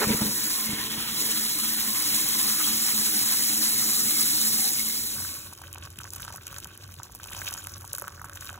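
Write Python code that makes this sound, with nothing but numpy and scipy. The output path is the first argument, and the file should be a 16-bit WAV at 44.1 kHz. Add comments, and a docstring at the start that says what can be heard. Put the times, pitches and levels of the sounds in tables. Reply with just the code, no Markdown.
"""Rinsing shellfish, pouring over fruit

A kitchen tap runs hard onto shellfish in a colander that a hand drags and bumps over a steel sink:
the jet breaks into broadband spray, and impacts and friction excite the basin's modes. The tap fades
into a jug of water poured unevenly over fruit in a steel bowl, where trapped air plops and drops
spatter over a low hum. A phone's two microphone ports hear the treble one after the other."""
import sys
import numpy as np
from scipy import signal
from scipy.fft import rfft, irfft, next_fast_len
from scipy.io import wavfile
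from scipy.ndimage import uniform_filter1d, map_coordinates

SR = 44100
rng = np.random.default_rng(int(sys.argv[2]) if len(sys.argv) > 2 else 0)


def wrap_up_sound(samples):
    """Save the sound to the file named by the first command line argument, as 16-bit audio."""
    columns = np.atleast_2d(samples).T
    # keep every value between -1 and 1, then stretch to whole-number steps
    tamed = np.clip(columns, -1, 1)
    steps = np.round(tamed * 32767).astype(np.int16)
    wavfile.write(sys.argv[1], SR, steps)


N = 378819

# strength of the tap's three sounds: time_s, spray_db, runoff_db, drum_db
TAP_LEVELS = [(0, -27.5, -39, -39), (.6, -25.5, -35.5, -44.5), (.75, -31.5, -35, -41),
              (1.1, -31.5, -33.5, -44.5), (1.2, -25.5, -35.5, -42.5), (1.8, -25.5, -35, -43),
              (2.1, -23.5, -34, -42.5), (2.85, -22.5, -33.5, -41.5), (3.3, -22.5, -34.5, -41.5),
              (3.75, -22, -35.5, -41.5), (4.55, -21, -35.5, -41.5)]
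# spectrum of the jet breaking on the shells: frequency_hz, gain_db
SPRAY_SPECTRUM = [(1500, -25.5), (2800, -24), (3250, -11), (3440, -24), (3750, -2), (4080, 1), (4400, -3.5),
                  (4800, 1), (5300, 0), (6300, -2.5), (7400, 1), (8300, 1.5), (10500, 0), (12600, -1),
                  (14000, 1), (15700, -3)]
# spectrum of water draining through the holes: frequency_hz, gain_db
RUNOFF_SPECTRUM = [(300, -8), (500, -24), (640, -11.5), (800, -5.5), (1050, -4.5), (1500, -3), (2100, -2.5),
                   (3000, 2.5), (4500, -0.5), (8000, -11.5)]
# modes of the steel basin: pitch_hz, bandwidth_hz, gain_db
BASIN_MODES = [(126.5, 15, -13.5), (217.6, 6.4, 1.5), (309.5, 17.5, -7.5), (432, 30, -17.5),
               (575, 54, -25.5), (895, 49, -63)]
# hollows among the shells: pitch_hz, bandwidth_hz, gain_db, growth_db_per_s
SHELL_HOLLOWS = [(780, 68, -7.5, 3), (931, 90, -10, 2), (1057, 43, 1.5, -0.7), (1250, 99, -4, 0.2),
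                 (1810, 410, -3.5, -0.3), (2169, 59, 4, 0.5), (3100, 74, -3, 0.5), (3280, 200, 0.5, -0.4),
                 (4060, 260, 6.5, -0.3)]
# the colander sliding over the steel: time_s, rasp_db, boom_db
DRAG_LEVELS = [(0.0, -27, -52), (0.026, -24.5, -47), (0.054, -26.5, -43), (0.064, -33, -34),
               (0.116, -28.5, -24), (0.182, -40, -45), (0.225, -33, -30.5), (0.29, -43.5, -36.5),
               (0.37, -53, -56), (0.6, -54, -66), (0.74, -44, -60), (0.88, -57, -49), (1.0, -65, -44),
               (1.1, -58, -55), (1.27, -41.5, -60), (1.4, -77, -80)]
# modes of the colander: pitch_hz, bandwidth_hz, gain_db
COLANDER_MODES = [(437, 76, 0), (970, 95, -6.5), (1300, 530, -6), (1830, 3700, -11.5)]
# the colander's foot knocking the basin: start_s, push_db
KNOCKS = [(0.045, -16), (0.069, -7), (0.101, -6), (0.144, -8), (0.216, -7.5), (0.258, -13.5), (0.292, -25),
          (0.69, -17.5), (0.729, -12), (0.796, -20), (0.979, -19), (1.121, -22), (1.257, -24)]
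# spectrum of the kitchen's rumble: frequency_hz, gain_db
RUMBLE_SPECTRUM = [(25, -42), (38, -5), (60, -1.5), (95, 0), (200, -26), (320, -5.5), (700, -24.5),
                   (1000, -20), (2000, -73)]
# strength of the pour's three sounds: time_s, fizz_db, splash_db, gurgle_db
POUR_LEVELS = [(5.55, -48, -55.5, -56.5), (5.81, -54.5, -60, -59.5), (6.02, -51.5, -64, -63.5),
               (6.19, -46.5, -58, -56), (6.46, -48, -60, -54.5), (6.74, -52.5, -57.5, -59),
               (7.04, -50.5, -67, -62), (7.24, -50, -57, -58.5), (7.4, -41.5, -55, -51.5),
               (7.48, -41, -48, -51), (7.64, -49, -59.5, -57.5), (7.92, -50.5, -67, -58),
               (8.13, -52.5, -74, -55.5), (8.29, -54.5, -68, -53.5), (8.42, -47.5, -57, -60.5),
               (8.59, -51, -59, -49.5)]
# spectrum of the poured stream's fizz: frequency_hz, gain_db
FIZZ_SPECTRUM = [(1500, -4), (2500, -3.5), (4000, 1.5), (6000, 6), (8500, 2), (10500, 2.5), (12500, 4),
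                 (15500, 3.5)]
# modes of the air over the water in the bowl: pitch_hz, bandwidth_hz, gain_db
BOWL_MODES = [(570, 32, -2.5), (1110, 38, 4), (1540, 123, 2.5), (2524, 220, -10), (3110, 124, -5),
              (3770, 125, -10)]
# resonances of the low hum: pitch_hz, bandwidth_hz, gain_db
HUM_MODES = [(45, 3.6, -3), (90.2, 10, 6.5), (129, 28, -1), (153.6, 53.5, -5.5)]
# the biggest air pockets that the stream traps: start_s, level_db, pitch_hz
AIR_POCKETS = [(5.164, -37, 1180), (5.182, -33, 1570), (5.202, -39, 1100), (5.22, -36, 1530),
               (5.248, -30.5, 1580), (5.461, -41, 1520), (5.526, -35, 1140), (5.616, -33.5, 1150),
               (5.638, -32.5, 1540), (5.682, -39, 1530), (5.756, -35, 980), (5.777, -34.5, 1110),
               (5.872, -34, 1180), (5.985, -40, 1540), (6.002, -33, 1390), (6.015, -34, 1300),
               (6.043, -35, 1150), (6.075, -40, 1530), (6.132, -40, 1130), (6.163, -34.5, 1210),
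               (6.184, -43, 1340), (6.198, -35, 1570), (6.204, -35, 1510), (6.22, -42, 1430),
               (6.251, -32.5, 1340), (6.279, -27, 1260), (6.294, -37, 1480), (6.303, -32, 1250),
               (6.306, -38, 1080), (6.324, -40, 900), (6.342, -36, 900), (6.381, -34.5, 1460),
               (6.45, -47, 1220), (6.468, -40, 1220), (6.512, -51, 1510), (6.528, -32, 1180),
               (6.542, -41, 1500), (6.564, -33, 1480), (6.584, -34, 1200), (6.656, -32, 1250),
               (6.891, -41, 1240), (6.999, -30, 1180), (7.02, -37, 1550), (7.053, -41, 1160),
               (7.096, -40, 1100), (7.149, -40, 1100), (7.199, -33.5, 1410), (7.231, -40, 1140),
               (7.259, -36, 1170), (7.3, -43, 1580), (7.314, -33, 1120), (7.329, -32, 1930),
               (7.347, -34, 1050), (7.367, -34, 1080), (7.379, -37, 1100), (7.398, -40, 934),
               (7.414, -43, 1760), (7.417, -23, 1780), (7.4188, -38, 1750), (7.457, -38, 1810),
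               (7.505, -36, 1670), (7.52, -30, 1200), (7.548, -34, 1220), (7.561, -34, 1100),
               (7.576, -30.5, 1540), (7.629, -41, 1100), (7.659, -39, 1190), (7.671, -29.5, 1390),
               (7.806, -44, 1400), (7.843, -32, 1190), (7.926, -50, 1140), (7.938, -31.5, 1300),
               (7.939, -36, 579), (7.982, -30.5, 1420), (8.02, -25, 1250), (8.022, -34.5, 570),
               (8.041, -28.5, 1250), (8.073, -30, 1440), (8.08, -25, 1370), (8.107, -38, 1150),
               (8.178, -37, 1340), (8.195, -34, 1550), (8.215, -28, 1210), (8.243, -28, 1300),
               (8.26, -39, 1500), (8.285, -41, 1480), (8.296, -34, 1560), (8.359, -39, 1170),
               (8.371, -35, 1580), (8.404, -53, 1350), (8.423, -32.5, 1500), (8.471, -45, 1520),
               (8.493, -29, 1530), (8.505, -32, 1130), (8.527, -39, 853), (8.542, -36, 1350),
               (8.556, -37, 1520), (8.576, -35, 1110)]
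# the biggest drops that burst on the fruit: start_s, snap_db, ring_db
BIG_DROPS = [(5.533, -21, -49), (5.617, -24, -48), (5.669, -35, -35), (5.728, -16.5, -43),
             (5.737, -30, -34), (5.745, -22, -46), (5.782, -23, -40), (5.9025, -26, -51),
             (5.9575, -35, -42), (5.972, -31, -52), (5.9868, -16.5, -29), (6.005, -28, -38),
             (6.01, -22, -39), (6.017, -28, -38), (6.043, -34, -50), (6.056, -35, -52), (6.076, -32, -50),
             (6.091, -31, -53), (6.104, -20, -52), (6.1254, -28, -52), (6.134, -14, -40), (6.159, -20, -46),
             (6.162, -18, -37), (6.184, -29, -50), (6.198, -29, -48), (6.2033, -24, -47),
             (6.2206, -17, -51), (6.248, -18.5, -35), (6.324, -24, -44), (6.3595, -19, -52),
             (6.371, -24, -52), (6.4674, -16, -32), (6.4784, -21, -36), (6.5123, -29, -40),
             (6.542, -24, -35), (6.5832, -16, -48), (6.6006, -22, -47), (6.626, -34, -36),
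             (6.644, -17, -32.5), (6.6712, -23, -52), (6.775, -23, -46), (6.94, -24, -39),
             (7.032, -16, -46), (7.1202, -28, -58), (7.149, -19, -53), (7.155, -25, -56), (7.232, -18, -35),
             (7.24, -19, -33), (7.273, -24, -52), (7.282, -34, -44), (7.305, -24, -45), (7.3197, -25, -33),
             (7.332, -18.5, -29), (7.347, -26, -28), (7.365, -35, -38), (7.379, -33, -40),
             (7.3931, -27, -46), (7.41, -26, -46), (7.417, -26, -46), (7.431, -28, -46), (7.456, -28, -35),
             (7.4674, -21, -22.5), (7.5, -25, -36), (7.5083, -18, -42), (7.511, -26, -36),
             (7.527, -18, -30), (7.5382, -10.5, -36), (7.5484, -30, -34), (7.56, -33, -40),
             (7.5772, -29, -48), (7.628, -30, -46), (7.641, -20, -47), (7.6694, -15, -34),
             (7.719, -24, -58), (7.7428, -37, -55), (7.7797, -24, -56), (7.809, -23, -45),
             (7.8497, -23, -43), (7.876, -22, -56), (7.8989, -27, -59), (7.9258, -33, -56),
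             (7.9286, -24, -56), (7.931, -8.5, -51), (7.9386, -25, -40), (7.949, -11, -41),
             (7.96, -24, -48), (7.964, -22, -51), (7.974, -22, -42), (7.9822, -13, -51), (7.9845, -24, -50),
             (7.989, -23, -52), (7.997, -17, -54), (8.0127, -22, -42), (8.021, -17, -46), (8.071, -38, -42),
             (8.079, -18, -38), (8.146, -35, -60), (8.195, -38, -57), (8.2166, -27, -57), (8.244, -23, -53),
             (8.247, -22.5, -55), (8.2528, -26, -49), (8.256, -29, -55), (8.285, -30, -51),
             (8.295, -26, -40), (8.3325, -25, -54), (8.35, -28, -50), (8.355, -22, -41), (8.359, -20, -50),
             (8.372, -26, -31), (8.406, -30, -38), (8.409, -18, -50), (8.423, -32, -43), (8.4337, -34, -53),
             (8.4447, -21, -39), (8.4542, -23, -46), (8.4706, -28, -37), (8.486, -23, -53),
             (8.49, -27, -27), (8.498, -21.5, -48), (8.528, -24, -52)]
# likeness of the sound at the two ports: frequency_hz, coherence
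PORT_COHERENCE = [(140, .9995), (250, .99), (400, .92), (650, .88), (1300, .93), (2700, .7), (3600, .78),
                  (4300, .9997), (16000, .9997)]
# level of the left port over the right: frequency_hz, difference_db
PORT_BALANCE = [(300, 0), (800, -3), (2200, -2.5), (3500, 0)]
# phase by which the left side leads the right, lingering near half a turn around each treble null:
# frequency_hz, lead_rad
PORT_PHASE = [(0, 0), (700, -.4), (1300, 0), (2700, 1.8), (3300, 1.5), (4050, 2), (4400, 3), (5100, 3.3),
              (5500, 4.4), (8200, 8.3), (8500, 9.25), (9400, 9.6), (9700, 10.6), (12400, 14.5),
              (12700, 15.5), (13600, 15.9), (13900, 16.8), (17430, 22)]

SINK_FADE_OUT_S, BOWL_FADE_IN_S = (4.46, 5.545), (4.6, 5.23)  # each: start_s, end_s
TIME_S = np.arange(N) / SR


def amp(db):
    """Amplitude ratio of a level in decibels."""
    return 10 ** (np.asarray(db) / 20)


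def unit(x):
    """Normalisation to an rms of 1."""
    return x / np.sqrt(np.mean(x ** 2) + 1e-20)


def along(points, hz):
    """Interpolation of (frequency_hz, value) points on a logarithmic frequency axis."""
    knots_hz, values = np.transpose(points)
    return np.interp(np.log(hz + 1), np.log(knots_hz + 1), values)


def curves(rows):
    """Linear envelopes, one for each column after the time, held beyond the ends."""
    times_s, *columns = np.transpose(rows)
    return [np.interp(TIME_S, times_s, column) for column in columns]


def ramp(span_s):
    """Linear fade from 0 to 1 over the span."""
    return np.interp(TIME_S, span_s, (0, 1))


def wobble(rate_hz):
    """Slow random modulation: a spline through rate_hz Gaussian knots a second."""
    return map_coordinates(rng.standard_normal(int(N * rate_hz / SR) + 4), [TIME_S * rate_hz])


def filtered(x, response):
    """Linear filtering: the spectrum of x times a complex frequency response."""
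    size = next_fast_len(N + SR // 2)
    return irfft(rfft(x, size) * response(np.fft.rfftfreq(size, 1 / SR)), size)[..., :N]


def spectrum(table):
    """Zero-phase response through (frequency_hz, gain_db) points."""
    return lambda hz: amp(along(table, hz))


def modes(table):
    """Modal superposition: the response of damped resonators summed with alternating sign."""
    return lambda hz: sum((-1) ** k * amp(db) * 1j * hz * width / (pitch**2 - hz**2 + 1j * hz * width)
                          for k, (pitch, width, db) in enumerate(table))


def rush(response, patchy_db):
    """Coloured noise of rms 1, modulated in random patches of time and frequency."""
    cells = signal.stft(rng.standard_normal(N), nperseg=256)[2]
    patches = uniform_filter1d(rng.standard_normal(cells.shape), size=5, axis=0)
    patches = uniform_filter1d(patches, size=8, axis=1)
    noise = signal.istft(cells * amp(patchy_db * unit(patches)), nperseg=256)[1][:N]
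    return unit(filtered(noise, response))


def superpose(start_s, waves):
    """Superposition of short waves, one a row, each at its own start time."""
    at = (start_s * SR).astype(int)[:, None] + np.arange(waves.shape[1])
    return np.bincount(at.ravel(), waves.ravel(), N)[:N]


def damped(start_s, db, hz, decay_cycles, rise, samples):
    """Damped oscillations that start softly and climb in pitch as they die."""
    cycles = np.arange(samples) / SR * hz[:, None]
    envelope = amp(db)[:, None] * np.exp(-cycles / decay_cycles) * (1 - np.exp(-cycles / 0.2))
    phase = 2 * np.pi * cycles * (1 + rise * cycles / decay_cycles)
    return superpose(start_s, envelope * np.sin(phase))


def grains(count, centre_hz, spread, decay_cycles, spiky_db, samples):
    """Shot noise of rms 1: droplets of log-normal pitch, a few much louder than the rest."""
    when, rank = rng.random((count, 2)).T
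    hz = np.clip(centre_hz * np.exp(spread * rng.standard_normal(count)), 200, 16000)
    db = -spiky_db * np.log(rank + 1 / 200)
    return unit(damped(when * N / SR, db, hz, decay_cycles, rise=.05, samples=samples))


def sprinkle(count, flow_db, spread_db=3):
    """A random point process whose rate follows the flow: sample indices, size_db, a 0-1 draw each."""
    when, rank, draw = rng.random((count, 3)).T
    poured = np.cumsum(amp(flow_db) * ramp(BOWL_FADE_IN_S))
    return np.searchsorted(poured, when * poured[-1]), -spread_db * np.log(rank + .1), draw


def tap():
    """Impact noise: the aerated jet breaks on the shells, drains away and drums on the basin."""
    spray_db, runoff_db, drum_db = curves(TAP_LEVELS)
    spray_colour, runoff_colour = spectrum(SPRAY_SPECTRUM), spectrum(RUNOFF_SPECTRUM)
    shiver = wobble(rate_hz=45)
    droplets = grains(20000, centre_hz=13000, spread=0.25, decay_cycles=1.2, spiky_db=3.9, samples=64)
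    spray = unit(rush(spray_colour, patchy_db=1.4) + 0.5 * unit(filtered(droplets, spray_colour)))
    trickle = grains(3000, centre_hz=2100, spread=0.5, decay_cycles=9, spiky_db=2, samples=600)
    trickle = unit(filtered(trickle, runoff_colour))
    hollows = shell_hollows()
    runoff = unit(rush(runoff_colour, patchy_db=1.5) + 0.28 * trickle + 0.8 * hollows)
    ring = rush(modes(BASIN_MODES), patchy_db=1.9)
    # the jet's steady push holds the basin's ring even over 0.35 s
    ring_power = np.abs(uniform_filter1d(ring ** 2, size=round(.35 * SR)))
    drum = amp(drum_db) * ring / np.sqrt(ring_power + 1e-9)
    return amp(spray_db + 0.89 * shiver) * spray + amp(runoff_db + 1.2 * shiver) * runoff + drum


def shell_hollows(swing_db=4, pivot_s=3):
    """Cavity resonance: water hisses in hollows among the shells, each filling and draining alone."""
    hiss = rush(np.ones_like, patchy_db=3)
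    hollows = np.zeros(N)
    for k, (hz, width, db, growth) in enumerate(SHELL_HOLLOWS):
        swell = amp(growth * (TIME_S - pivot_s) + swing_db * wobble(rate_hz=7))
        hollows += (-1) ** k * swell * filtered(hiss, modes([(hz, width, db)]))
    return unit(hollows)


def colander():
    """Forced vibration: friction makes the colander rasp and the basin boom; knocks ring and thud."""
    # the weight resting on the steel shortens the ring
    loaded_basin = modes([(hz, width + 11, db + 5) for hz, width, db in BASIN_MODES])
    rasp_db, boom_db = curves(DRAG_LEVELS)
    rasp = amp(rasp_db) * rush(modes(COLANDER_MODES), patchy_db=3)
    boom = amp(boom_db) * rush(loaded_basin, patchy_db=2)
    force, t = np.zeros(N), np.arange(SR // 50) / SR
    soft_push = t / 0.0012 * np.exp(1 - t / 0.00095)
    for start_s, push_db in KNOCKS:
        force[round(start_s * SR):][:len(t)] -= amp(push_db) * soft_push
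    thud = modes([(80, 90, -14)])
    return rasp + boom + filtered(force, lambda hz: loaded_basin(hz) + thud(hz))


def kitchen_rumble(level_db=-58):
    """Ambient noise: a steady floor with most of its energy at low frequencies."""
    return amp(level_db) * rush(spectrum(RUMBLE_SPECTRUM), patchy_db=1)


def pour():
    """Source and filter: the loose stream fizzes, and splashes and gurgles in the bowl's air modes."""
    fizz_db, splash_db, gurgle_db = curves(POUR_LEVELS)
    colour, low_modes, high_modes = spectrum(FIZZ_SPECTRUM), modes(BOWL_MODES[:3]), modes(BOWL_MODES[3:])
    lumps = amp(3.2 * wobble(rate_hz=45))  # the stream arrives unevenly
    crackle = grains(3500, centre_hz=7000, spread=0.7, decay_cycles=1, spiky_db=3.5, samples=128)
    fizz = unit(rush(colour, patchy_db=4) + unit(filtered(crackle, colour)))
    splash = unit(rush(high_modes, patchy_db=5) + 0.9 * unit(filtered(crackle, high_modes)))
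    bubbles = grains(2200, centre_hz=1250, spread=0.67, decay_cycles=0.83, spiky_db=2.5, samples=500)
    bubbling = unit(filtered(bubbles + .8 * crackle, low_modes))
    gurgle = unit(rush(low_modes, patchy_db=3) + 1.6 * bubbling)
    return lumps * (amp(fizz_db) * fizz + amp(splash_db) * splash + amp(gurgle_db) * gurgle)


def hum(steady_db=-51, swell_db=-29.5, swell_s=0.02):
    """Driven resonance: the stream keeps a low hum going, which swells under each big plop."""
    swells = sum(amp(db + swell_db) * np.exp(-((TIME_S - start_s) / swell_s) ** 2)
                 for start_s, db, _ in AIR_POCKETS)
    return (amp(steady_db) + swells) * rush(modes(HUM_MODES), patchy_db=-2.5)


def plops(onset_s=.0001, slap_db=8, ring_db=-3.5, echo_s=.0053, echo_db=-10):
    """Bubble resonance: each air pocket slaps, then sings a few cycles; the bowl's air rings on."""
    gurgle_db = curves(POUR_LEVELS)[2]
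    at, size_db, draw = sprinkle(count=260, flow_db=gurgle_db)
    small_pockets = np.transpose([at / SR, gurgle_db[at] + 6 + size_db, 900 + 800 * draw])
    start_s, db, pitch_hz = np.concatenate([small_pockets, AIR_POCKETS]).T
    start_s = start_s + onset_s
    cycles = np.arange(SR // 80) / SR * pitch_hz[:, None]
    peak_cycles = rng.uniform(.8, 1.5, (len(db), 1))
    pitch_sag = rng.uniform(-.01, .05, (len(db), 1))
    envelope = amp(db)[:, None] * (cycles / peak_cycles * np.exp(1 - cycles / peak_cycles)) ** 3
    notes = superpose(start_s, envelope * np.sin(2 * np.pi * cycles * (1 - pitch_sag * cycles)))
    slap_hz = np.full(len(db), 2500)
    slaps = damped(start_s, db + slap_db, slap_hz, decay_cycles=0.083, rise=0.011, samples=100)
    far_wall_echo = filtered(notes, lambda hz: amp(echo_db) * np.exp(-2j * np.pi * hz * echo_s))
    return notes + far_wall_echo + filtered(amp(ring_db) * notes + slaps, modes(BOWL_MODES))


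def spatters(onset_s=0.001132, echo_s=.0015, echo_db=-11, cutoff_hz=4500):
    """Impact transients: each drop bursts with a snap inside a short sizzle and rings the bowl's air."""
    snaps, impulses, lead = np.zeros(N + SR), np.zeros(N + SR), SR // 200
    t = (np.arange(SR // 50) - lead) / SR  # time from the snap
    sizzle = 0.12 * np.exp(-np.abs(t) / np.where(t < 0, .0002, .0018))
    fizz_db, splash_db, _ = curves(POUR_LEVELS)
    at, size_db, draw = sprinkle(count=300, flow_db=fizz_db)
    small_drops = zip(at / SR, fizz_db[at] + 14 + size_db, splash_db[at] + 6 + 4 * draw)
    for start_s, snap_db, ring_db in [*small_drops, *BIG_DROPS]:
        pitch_hz = rng.uniform(6500, 12500)
        snap = np.exp(-np.abs(t) / .00005) * np.cos(2 * np.pi * pitch_hz * t + rng.uniform(-1, 1))
        hit = round((start_s + onset_s) * SR)
        snaps[hit - lead:][:len(t)] += amp(snap_db) * (snap + sizzle * rng.standard_normal(len(t)))
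        impulses[hit] += amp(ring_db)
    snaps += amp(echo_db) * np.roll(snaps, round(echo_s * SR))  # reflection from the near wall
    highpass = lambda hz: hz ** 4 / (cutoff_hz ** 4 + hz ** 4)
    treble = filtered(snaps[:N], lambda hz: spectrum(FIZZ_SPECTRUM)(hz) * highpass(hz))
    ring = filtered(np.arange(N) == 0, modes(BOWL_MODES[3:]))[:SR // 10]
    return treble + signal.fftconvolve(impulses, ring / np.abs(ring).max())[:N]


def scattered(x):
    """Decorrelation: two slightly late copies with the colour and level of x but random phases."""
    cells = signal.stft(x, nperseg=64)[2]
    phases = np.exp(2j * np.pi * rng.random((2, *cells.shape)))
    copies = signal.istft(cells * phases, nperseg=64)[1][:, :N]
    return np.roll(unit(copies), 32, axis=1) * np.std(x)


def ports(x, coherence, diffuse_share):
    """Partial coherence: two ports share most sound, one lagging; moving water scatters the rest."""
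    scatter, diffuse_field = scattered(x)
    angle = lambda hz: np.arccos(along(coherence, hz)) / 2
    shared = filtered(x, lambda hz: np.cos(angle(hz)))
    unshared = filtered(scatter, lambda hz: np.sin(angle(hz)))
    lead_rad = lambda hz: np.interp(hz, *np.transpose(PORT_PHASE))
    to_left = lambda hz: amp(along(PORT_BALANCE, hz) / 2) * np.exp(.5j * lead_rad(hz))
    left = filtered(shared + unshared, to_left)
    right = filtered(shared - unshared, lambda hz: 1 / to_left(hz))
    # in the treble a part of the side signal is diffuse
    diffuse = lambda hz: diffuse_share / (1 + (3800 / (hz + 1)) ** 8)
    side = filtered((left - right) / 2, lambda hz: np.sqrt(1 - diffuse(hz) ** 2))
    side += filtered(diffuse_field, lambda hz: diffuse(hz) * np.imag(to_left(hz)))
    return (left + right) / 2 + np.array([side, -side])


def scene():
    """Superposition at the two ports: the sink cross-fades into the bowl over the kitchen's rumble."""
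    sink = kitchen_rumble() + (1 - ramp(SINK_FADE_OUT_S)) * (tap() + colander())
    bowl = ramp(BOWL_FADE_IN_S) * (pour() + hum() + plops() + spatters())
    # the round bowl scatters the treble more than the sink does
    bowl_coherence = [(hz, 0.9 * alike if hz > 4000 else alike) for hz, alike in PORT_COHERENCE]
    return ports(sink, PORT_COHERENCE, diffuse_share=.7) + ports(bowl, bowl_coherence, diffuse_share=.45)


def record(dry):
    """Band limiting: the phone passes nothing above its cutoff frequency."""
    cutoff_hz = 15760
    return filtered(dry, lambda hz: hz < cutoff_hz)


dry = scene()
out = record(dry)
wrap_up_sound(out)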